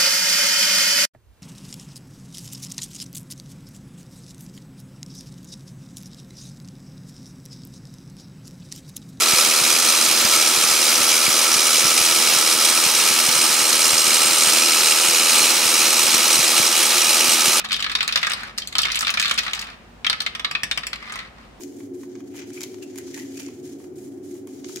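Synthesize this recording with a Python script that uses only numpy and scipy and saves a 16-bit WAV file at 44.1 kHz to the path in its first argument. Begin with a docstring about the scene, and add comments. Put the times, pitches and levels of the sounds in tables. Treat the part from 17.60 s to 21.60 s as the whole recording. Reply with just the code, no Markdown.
"""Dice tumbling down a tower

Hard plastic dice drop into a plastic tower on a workbench, three throws in a row, and roll out into the tray.
Each contact is a click plus short rings of the shell and longer rings of the tower, with a light rebound.
Faint touches and rolling edges are made the same way; heavy landings add a soft thump of the bench top.
Shaped noise and steady tones make a quiet, humming workshop, and decaying noise makes its echoes."""
import sys
import numpy as np
from scipy import signal
from scipy.fft import rfft, irfft
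from scipy.io import wavfile
from scipy.ndimage import uniform_filter1d

SR = 44100
rng = np.random.default_rng(int(sys.argv[2]) if len(sys.argv) > 2 else 0)


def output_pcm(signal):
    """Save a mono or channel-first signal as 16-bit PCM at the path in sys.argv[1].

    Samples are clipped to [-1, 1] before scaling.
    """
    pcm = np.clip(np.atleast_2d(signal).T, -1, 1) * 32767
    wavfile.write(sys.argv[1], SR, np.round(pcm).astype(np.int16))


N = 176400

# Quiet air noise of the room, relative spectrum: pitch_hz, level_db (per Hz)
AIR_SPECTRUM = [(20, -37), (52, -7), (90, -14.5), (150, -12), (230, -11.5), (330, -18), (750, -19.5),
                (2200, -30), (2800, -31), (9000, -45), (15500, -57)]
# Low hum and faint high whine: pitch_hz, level_db
HUM_TONES = [(52, -54.5), (222, -59), (15014, -84)]
# Knocks of the dice: start_s, level_db, hollow_lows_db, hard_treble_db,
# ring_hz (of the struck spot), reflection_lag_ms (of the first reflection)
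DICE_KNOCKS = [(0.002, -29, -1, -6, 1290, 0.3), (0.046, -28.5, 13, 5, 4320, 0.3),
               (0.1078, -24.5, -6, -11, 1550, 0.15), (0.1184, -19, -13.5, -5.5, 1260, 0.13),
               (0.1288, -18.5, -5, 4.5, 2160, 0.26), (0.1413, -20, -12, -3.5, 3220, 0.2),
               (0.1647, -28, -9, 2, 1320, 0.31), (0.1933, -28, 4, -3, 3100, 0.27),
               (0.2028, -25, -12, -6, 1200, 0.14), (0.2245, -21.5, -8, 0, 2090, 0.29),
               (0.2432, -21, -6.5, -5.5, 1670, 0.22), (0.2636, -22, 1, -14, 4200, 0.61),
               (0.2962, -24, -0.5, -6, 1640, 0.34), (0.3167, -25.5, 1, 2, 2500, 0.24),
               (0.3519, -15, -4, -3, 3700, 0.19), (0.4064, -16, -7, -11, 2570, 0.13),
               (0.429, -22, 3.5, 4, 1860, 0.25), (0.4779, -20, -4.5, 8, 3720, 0.45),
               (0.4896, -22, -0.5, -14, 2500, 0.66), (0.5246, -20, -8, -2, 2570, 0.2),
               (0.5579, -13.5, -2, -1, 3620, 0.17), (0.5743, -19.5, -2, 0, 1720, 0.32),
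               (0.6296, -16.5, -2, -7, 2000, 0.12), (0.6468, -23.5, 1, -10, 3670, 0.1),
               (0.6687, -18, 1, -1, 1620, 0.13), (0.698, -30.5, -13, 11, 1450, 0.12),
               (0.7059, -23, 2, -6, 4050, 0.37), (0.718, -22.5, 5, 5.5, 3660, 0.35),
               (0.7342, -22, 2.5, 5, 2147, 0.22), (0.8047, -37, 8, 3, 1270, 0.42),
               (0.8332, -31, 16, 8, 1650, 0.45), (0.978, -28, -17, 8, 2150, 0.22),
               (0.983, -22.5, -10, 6.5, 2810, 0.16), (1.0193, -29, -21, -7.5, 3200, 0.16),
               (1.0741, -29, -24, 17, 4450, 0.28), (1.1267, -34, -3, 7, 4140, 0.28),
               (1.1532, -19, 3.5, 0, 3100, 0.25), (1.1834, -15.5, -21, 5.5, 3170, 0.18),
               (1.188, -16, -2.5, -1, 2700, 0.23), (1.2184, -22.5, -13, 12.5, 6120, 0.23),
               (1.232, -17.5, -24, -3, 3000, 0.64), (1.253, -18.5, 4, -1, 2170, 0.32),
               (1.2834, -25.5, -2, -8, 1260, 0.37), (1.3009, -25, -7, -15, 2160, 0.24),
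               (1.3179, -22.5, -23, 5, 1440, 0.18), (1.3454, -23.5, -14, -2, 1260, 0.29),
               (1.3564, -21, -19, 7.5, 1230, 0.093), (1.3716, -22, -14, -13, 2600, 0.15),
               (1.391, -23.5, -8, 14, 3500, 0.15), (1.4083, -22, -3.5, 15, 1800, 0.18),
               (1.4208, -28, -23, 15, 4260, 0.11), (1.427, -21, 3, -6, 1270, 0.1),
               (1.448, -23.5, -18, -6, 3600, 0.3), (1.4687, -19, 0, -4, 2560, 0.22),
               (1.479, -19.5, -13, -7.5, 1270, 0.18), (1.4926, -18, -1, -16, 2600, 0.094),
               (1.5038, -23, 0, 12.5, 1200, 0.32), (1.54, -21.5, 2, 1.5, 2620, 0.19),
               (1.5725, -17.5, 3, -6, 2400, 0.32), (1.5978, -16, -15.5, 0, 1400, 0.13),
               (1.6153, -25, 0, 12, 6360, 0.28), (1.6255, -19, -9, -1, 2520, 0.5),
               (1.6351, -24, -27, -7, 4250, 0.17), (1.6463, -22.5, -5, -4, 1200, 0.52),
               (1.656, -18.5, -5, -4.5, 1740, 0.26), (1.6803, -23, 1, 3, 1770, 0.27),
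               (1.6952, -23, -15, -2.5, 1570, 0.12), (1.7113, -15.5, 1, 1.5, 1380, 0.3),
               (1.7408, -30, -11, 7, 1435, 0.11), (1.7776, -22.5, 6.5, 7, 3000, 0.41),
               (1.7825, -17.5, -12, -7, 4980, 0.18), (1.7881, -18, -12, -0.5, 1920, 0.15),
               (1.8334, -29.5, 1, 3, 2120, 0.3), (1.8642, -26, 13, -0.5, 1980, 0.32),
               (1.8792, -24, 4, -9, 3700, 0.28), (1.9334, -20.5, -3, 3.5, 2020, 0.3),
               (1.949, -31, -12, 5, 3580, 0.14), (1.9931, -28, -27, 4, 1680, 0.17),
               (2.0165, -34, -11, 14, 2730, 0.57), (2.4458, -20.5, -4, -10, 2250, 0.42),
               (2.466, -15, -3, -6, 3200, 0.33), (2.4982, -14.5, -2.5, -1, 4260, 0.21),
               (2.5283, -20, 1, -7, 2180, 0.63), (2.604, -20, -7.5, -1, 4170, 0.21),
               (2.619, -30.5, 5, 9.5, 1656, 0.34), (2.6633, -19, -3, -5.5, 2120, 0.28),
               (2.7505, -26, 7.5, 1, 3420, 0.36), (2.7957, -26, 8, 0, 3410, 0.34),
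               (2.8461, -17, -1, -8.5, 3900, 0.26), (2.912, -24, 7.5, 4, 1240, 0.39),
               (2.9501, -17, -1.5, -14, 2540, 0.13), (3.0336, -19.5, 7, 8, 1760, 0.37),
               (3.1123, -18, -8, -3, 3680, 0.12), (3.1753, -20, 9, 4.5, 3060, 0.37),
               (3.2337, -28, 1, -9, 1770, 0.37), (3.2685, -25, 7, 12, 3390, 0.39),
               (3.331, -24, 1.5, -4, 2260, 0.24), (3.358, -33.5, 9, 3, 2940, 0.42),
               (3.4261, -35, 15, -1.5, 2050, 0.38), (3.4766, -38, 12, -3, 2040, 0.36),
               (3.4975, -35, 12, -1, 2050, 0.56), (3.523, -30.5, 4.5, 7.5, 6370, 0.11),
               (3.5571, -31.5, 19, 9, 2020, 0.33), (3.5898, -30, -2, -5, 4100, 0.11)]
# Relative spectrum of an average knock: pitch_hz, level_db (per Hz)
KNOCK_SPECTRUM = [(80, -28), (150, -15), (260, -20), (370, -24), (650, -17), (950, -12.5), (1250, -2.5),
                  (2200, -1.5), (3100, -2.5), (4100, -2), (5000, -5.5), (6500, -15), (8000, -16.5),
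                  (10000, -21), (12000, -25.5), (15500, -33)]
# Longer rings of the tower, against each other: pitch_hz, level_db
TOWER_RINGS = [(1155, 1), (1272, 4), (1738, 2.5), (1994, 0), (2204, 2.5), (2528, 2), (2935, 1), (3220, -1),
               (3640, 2), (4460, -3), (4774, -2)]
# Typical loudness of the light tumbling over time: time_s, level_db
TUMBLE_LEVELS = [(0, -33), (.3, -35), (.72, -33.5), (.85, -44), (.93, -58), (1.14, -40), (1.23, -31),
                 (1.7, -32), (2.03, -35.5), (2.2, -63)]
# Workshop echo tail by frequency band: pitch_hz, t60_s (time to fall 60 dB), level_db
ROOM_BANDS = [(200, 0.22, -15.5), (650, 0.35, -4.5), (1800, 1, -12.5), (4130, .45, -13),
              (7750, 0.32, -14.5), (15000, 0.3, -21)]
# Heavy landings that reach the bench: start_s, level_db
BENCH_LANDINGS = [(.225, -46), (1.154, -42), (1.254, -45), (2.912, -44), (3.034, -40), (3.113, -46),
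                  (3.176, -44)]
# Rings of the bench top, against each other: pitch_hz, level_db
BENCH_RINGS = [(150, 0), (185, -3), (285, -3)]
# Dice rolling out over the tray: middle_s, half_length_s, level_db, tray_ring_hz
TRAY_ROLLS = [(0.795, 0.12, -40, 760), (1.98, 0.17, -43.5, 850), (3.53, .15, -40.5, 2060),
              (3.81, 0.06, -52, 1050)]

SIZE = 8192  # samples in one contact sound
FADE_S = .05
TOP_HZ = 16000
AIR_DB, AIR_WIDE_HZ, HUM_WAVER = -47.5, 490, 0.39
SHELL_T60_S, SHELL_DAMPING = 0.05, 0.4  # ring time at 2 kHz; power by which it shortens with frequency
SHELL_RISE_S, MODE_SCATTER_DB = .0004, 3  # the blow spreads; each spot favours other modes
TOWER_T60_S, TOWER_DB = 0.11, -8
CLICK_DB, CLICK_PER_TREBLE = -9, .6  # harder contacts are more click than ring
RING_DB, RING_PER_TREBLE, RING_WIDTH_HZ = 9, .3, 110  # extra ring of the struck spot
REFLECTION, REFLECTION_PER_TREBLE_DB = 0.43, 0.04
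REBOUND_SCALE_S, REBOUND_DB = .005, -12
LEFT_LEAD_S, LIKENESS = 0.00014, 0.31  # likeness: share of energy common to both ears
PAN_DB = 0.93  # how much louder the left ear is
TUMBLES_PER_S, TUMBLE_SCATTER_DB, TUMBLE_LOW_DB, TUMBLE_TREBLE_DB = 70, 2, 2.5, -2
EARLY_DB, EARLY_T60_S, WALL_S = -13, 0.091, .007
BENCH_T60_S, BENCH_RISE_S = .2, .005
ROLL_EDGES_PER_S, TRAY_LOW_DB, TRAY_TREBLE_DB = 160, 8, -4
ROLL_FADE_DB, ROLL_SCATTER_DB = 8.5, 2.5
NARROW_HZ = 330


def undb(db):
    """Turn decibels into a plain gain."""
    return 10 ** (np.asarray(db) / 20)


def unit(x):
    """Scale to an energy of one per channel, averaged over the channels."""
    return x / np.sqrt(np.mean(np.sum(x ** 2, axis=-1)))


def curve(hz, points, column=1):
    """Join the points of a column by straight lines on a log-frequency axis."""
    p = np.array(points, float)
    return np.interp(np.log(hz + 1e-9), np.log(p[:, 0]), p[:, column])


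def room_tone():
    """Soft air noise, alike at both ears in the bass, over a wavering hum and whine."""
    f, t = np.fft.rfftfreq(N, 1 / SR), np.arange(N) / SR
    mid, side = rfft(rng.standard_normal((2, N))) * undb(curve(f, AIR_SPECTRUM))
    wide = side * f / np.hypot(f, AIR_WIDE_HZ)
    air = irfft(mid + np.array([[1], [-1]]) * wide, N)
    hum = 0
    for hz, db in HUM_TONES:
        # a narrow band of noise around the steady tone makes it waver
        near = 1 / (1 + ((f - hz) / 5) ** 2)
        waver = unit(irfft(rfft(rng.standard_normal(N)) * near, N)) * np.sqrt(N)
        steady = np.sqrt(2) * np.sin(2 * np.pi * hz * t)
        hum = hum + undb(db) * (steady + HUM_WAVER * waver)
    return undb(AIR_DB) * np.sqrt(N) * unit(air) + hum


def add(out, start_s, sound):
    """Mix a sound in at its time, with its end faded."""
    i = max(int(start_s * SR), 0)
    fade = np.clip((SIZE - np.arange(SIZE)) / (FADE_S * SR) - 1, 0, 1)
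    part = out[:, i:i + SIZE]
    part += (sound * fade)[:, :part.shape[1]]


def causal(db):
    """Filter with the given gains whose energy comes as early as possible (minimum phase)."""
    c = irfft(np.log(undb(db)))
    c[1:SIZE // 2] *= 2
    c[SIZE // 2 + 1:] = 0
    return np.exp(rfft(c))


def rings(hz, t60):
    """Decaying complex oscillations, one row per mode (a pitch at which a body rings)."""
    t = np.arange(SIZE) / SR
    turn_and_decay = 2j * np.pi * hz - np.log(1000) / t60
    return np.exp(turn_and_decay[:, None] * t).astype(np.complex64)


def ears(x):
    """The same sound at both ears, a little later at the right."""
    lag = np.array([[0], [LEFT_LEAD_S]])
    return irfft(rfft(x) * np.exp(-2j * np.pi * np.fft.rfftfreq(SIZE, 1 / SR) * lag))


def strike(modes, gains, count):
    """Each contact meets the modes in its own phases and strengths, partly alike at both ears."""
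    # three versions of each contact: one shared by the ears, one for each ear alone
    phase = np.exp(2j * np.pi * rng.random((count * 3, len(modes))))
    scatter = undb(MODE_SCATTER_DB * rng.standard_normal((count, len(modes))))
    gains = gains * np.repeat(scatter, 3, axis=0)
    x = ((phase * gains).astype(np.complex64) @ modes).real.reshape(count, 3, SIZE)
    return np.sqrt(LIKENESS) * ears(x[:, :1]) + np.sqrt(1 - LIKENESS) * x[:, 1:]


def even(x, size=151):
    """Spectra with their broad humps ironed out, so that mainly fine resonances remain."""
    spectrum = rfft(x)
    power = np.mean(abs(spectrum) ** 2, axis=1, keepdims=True)
    power = uniform_filter1d(power, size, axis=-1)
    return spectrum / np.sqrt(power + power.mean(axis=-1, keepdims=True) / 20)


def shell_rings(contact_count, mode_count=300):
    """Spectra of the shell's crowded short modes, which die sooner at high pitch."""
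    t = np.arange(SIZE) / SR
    hz = (np.arange(mode_count) + 1 + rng.random(mode_count)) * TOP_HZ / mode_count
    t60 = SHELL_T60_S * (np.maximum(hz, 1000) / 2000) ** -SHELL_DAMPING
    ringing = strike(rings(hz, t60), t60 ** -.5, contact_count)
    return even(ringing * (1 - np.exp(-t / SHELL_RISE_S)))


def tower_rings(contact_count):
    """Spectra of the few tower modes that last longer than the shell's."""
    hz, db = np.array(TOWER_RINGS, float).T
    return rfft(strike(rings(hz, TOWER_T60_S), undb(db), contact_count))


def clicks(contact_count):
    """Spectra of the contact itself: one sharp impulse, pushing or pulling at random."""
    sign = rng.choice([-1, 1], (contact_count, 1, 1))
    return rfft(ears(sign * (np.arange(SIZE) == 0)))


def contacts(rows):
    """Click, shell and tower rings coloured by the struck spot, then a light rebound."""
    f = np.fft.rfftfreq(SIZE, 1 / SR)
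    shell, tower, click = (make(len(rows)) for make in (shell_rings, tower_rings, clicks))
    # where the lows and treble settings act: pitch_hz, share
    low = curve(f, [(427, .5), (1200, 1), (3000, 0)])
    treble = curve(f, [(3560, 0), (7850, 1)])
    base, out = curve(f, KNOCK_SPECTRUM), np.zeros((2, N))
    loud_gain = np.sqrt(.012 * SR)  # levels refer to energy spread over 12 ms
    # a second corner of the die lands just after the first
    rebound_s = REBOUND_SCALE_S * (.5 + rng.exponential(size=len(rows)))
    for k, (s, db, low_db, treble_db, ring_hz, lag_ms) in enumerate(rows):
        ring_db = RING_DB - RING_PER_TREBLE * max(treble_db, 0)
        spot = ring_db / (1 + ((f - ring_hz) / RING_WIDTH_HZ) ** 2)
        colour = causal(base + low_db * low + treble_db * treble + spot)
        mirror = np.clip(REFLECTION + REFLECTION_PER_TREBLE_DB * treble_db, 0, .85)
        colour = colour * (1 + mirror * np.exp(-2j * np.pi * f * lag_ms / 1000))
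        # the rebound borrows the shell ring of the row before
        sources = (shell[k], shell[k - 1], tower[k], click[k])
        body, rebound, lasting, tick = (unit(irfft(x * colour)) for x in sources)
        tick_gain = undb(CLICK_DB + CLICK_PER_TREBLE * treble_db)
        knock = unit(body + undb(TOWER_DB) * lasting + tick_gain * tick)
        add(out, s, undb(db) * loud_gain * knock)
        add(out, s + rebound_s[k], undb(db + REBOUND_DB) * loud_gain * rebound)
    return out


def tumbling():
    """Rows for the many light touches of tumbling dice, at random moments."""
    count = int(TUMBLES_PER_S * N / SR)
    u, g = rng.random((count, 3)).T, rng.standard_normal((count, 3)).T
    s = (np.arange(count) + 2 * u[0]) / TUMBLES_PER_S
    db = np.interp(s, *np.array(TUMBLE_LEVELS).T) + TUMBLE_SCATTER_DB * g[0]
    low_db, treble_db = TUMBLE_LOW_DB + 3 * g[1], TUMBLE_TREBLE_DB + 4 * g[2]
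    ring_hz, lag_ms = 1200 + 3000 * u[1], .15 + .4 * u[2]
    rows = np.c_[s, db, low_db, treble_db, ring_hz, lag_ms]
    return rows[db > -58]  # leave out the faintest


def workshop(x):
    """Quick echoes from the bench and near walls and a diffuse tail, both as decaying noise."""
    t, f = np.arange(SR) / SR, np.fft.rfftfreq(SR, 1 / SR)
    noise, tail = rfft(rng.standard_normal((2, SR))), 0
    arrive = np.clip(t / WALL_S - 1, 0, 1)
    for k, (hz, t60, db) in enumerate(ROOM_BANDS):
        # this band fades into its neighbours
        band = curve(f, [(row[0], j == k) for j, row in enumerate(ROOM_BANDS)])
        decay = unit(arrive * np.exp(-np.log(1000) * t / t60))
        tail = tail + undb(db) * irfft(noise * band) * decay
    early_decay = (t > WALL_S) * np.exp(-np.log(1000) * t / EARLY_T60_S)
    early = unit(rng.standard_normal((2, SR)) * early_decay)
    return signal.fftconvolve(x, tail + undb(EARLY_DB) * early, axes=1)[:, :N]


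def bench():
    """The wooden top answers heavy landings with a short, soft thump of a few low modes."""
    hz, db = np.array(BENCH_RINGS, float).T
    rise = 1 - np.exp(-np.arange(SIZE) / SR / BENCH_RISE_S)
    thump = rise * (undb(db) @ rings(hz, BENCH_T60_S).imag)
    out = np.zeros((2, N))
    for s, level_db in BENCH_LANDINGS:
        add(out, s, undb(level_db) * np.array([thump, thump]))
    return out


def rolling():
    """Rows for the edges of rolling dice, which patter unevenly on the tray, swell and die away."""
    rows = []
    for middle, half, db, tray_hz in TRAY_ROLLS:
        count = 80
        u, g = rng.random((count, 2)).T, rng.standard_normal((count, 3)).T
        s = (np.arange(count) - count / 2 + u[0]) / ROLL_EDGES_PER_S
        level_db = db - ROLL_FADE_DB * (s / half) ** 2 + ROLL_SCATTER_DB * g[0]
        low_db = np.full(count, TRAY_LOW_DB)
        treble_db = TRAY_TREBLE_DB + ROLL_SCATTER_DB * g[1]
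        ring_hz, lag_ms = tray_hz + RING_WIDTH_HZ * g[2], u[1] / 2
        edges = np.c_[middle + s, level_db, low_db, treble_db, ring_hz, lag_ms]
        rows.append(edges[abs(s) < half])
    return np.vstack(rows)


def narrow_bass(x):
    """Long waves reach both ears alike, so the difference between the ears loses its bass."""
    f = np.fft.rfftfreq(N, 1 / SR)
    side = irfft(rfft(x[0] - x[1]) / 2 * 1j * f / (1j * f + NARROW_HZ), N)
    return x.mean(axis=0) + np.array([[1], [-1]]) * side


def scene():
    """Dice in the tower and tray, thumps in the bench, the room's answer and its quiet tone."""
    tone = room_tone()
    rows = np.vstack([np.array(DICE_KNOCKS), tumbling(), rolling()])
    pan = undb(np.array([[PAN_DB], [-PAN_DB]]) / 2)
    dice = contacts(rows) * pan + bench()
    return narrow_bass(dice + workshop(dice)) + tone


def record(dry):
    """The recorder cuts the top with a steep low-pass filter."""
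    low_pass = signal.ellip(8, .2, 70, TOP_HZ, fs=SR, output="sos")
    return signal.sosfilt(low_pass, dry)


dry = scene()
out = record(dry)
output_pcm(out)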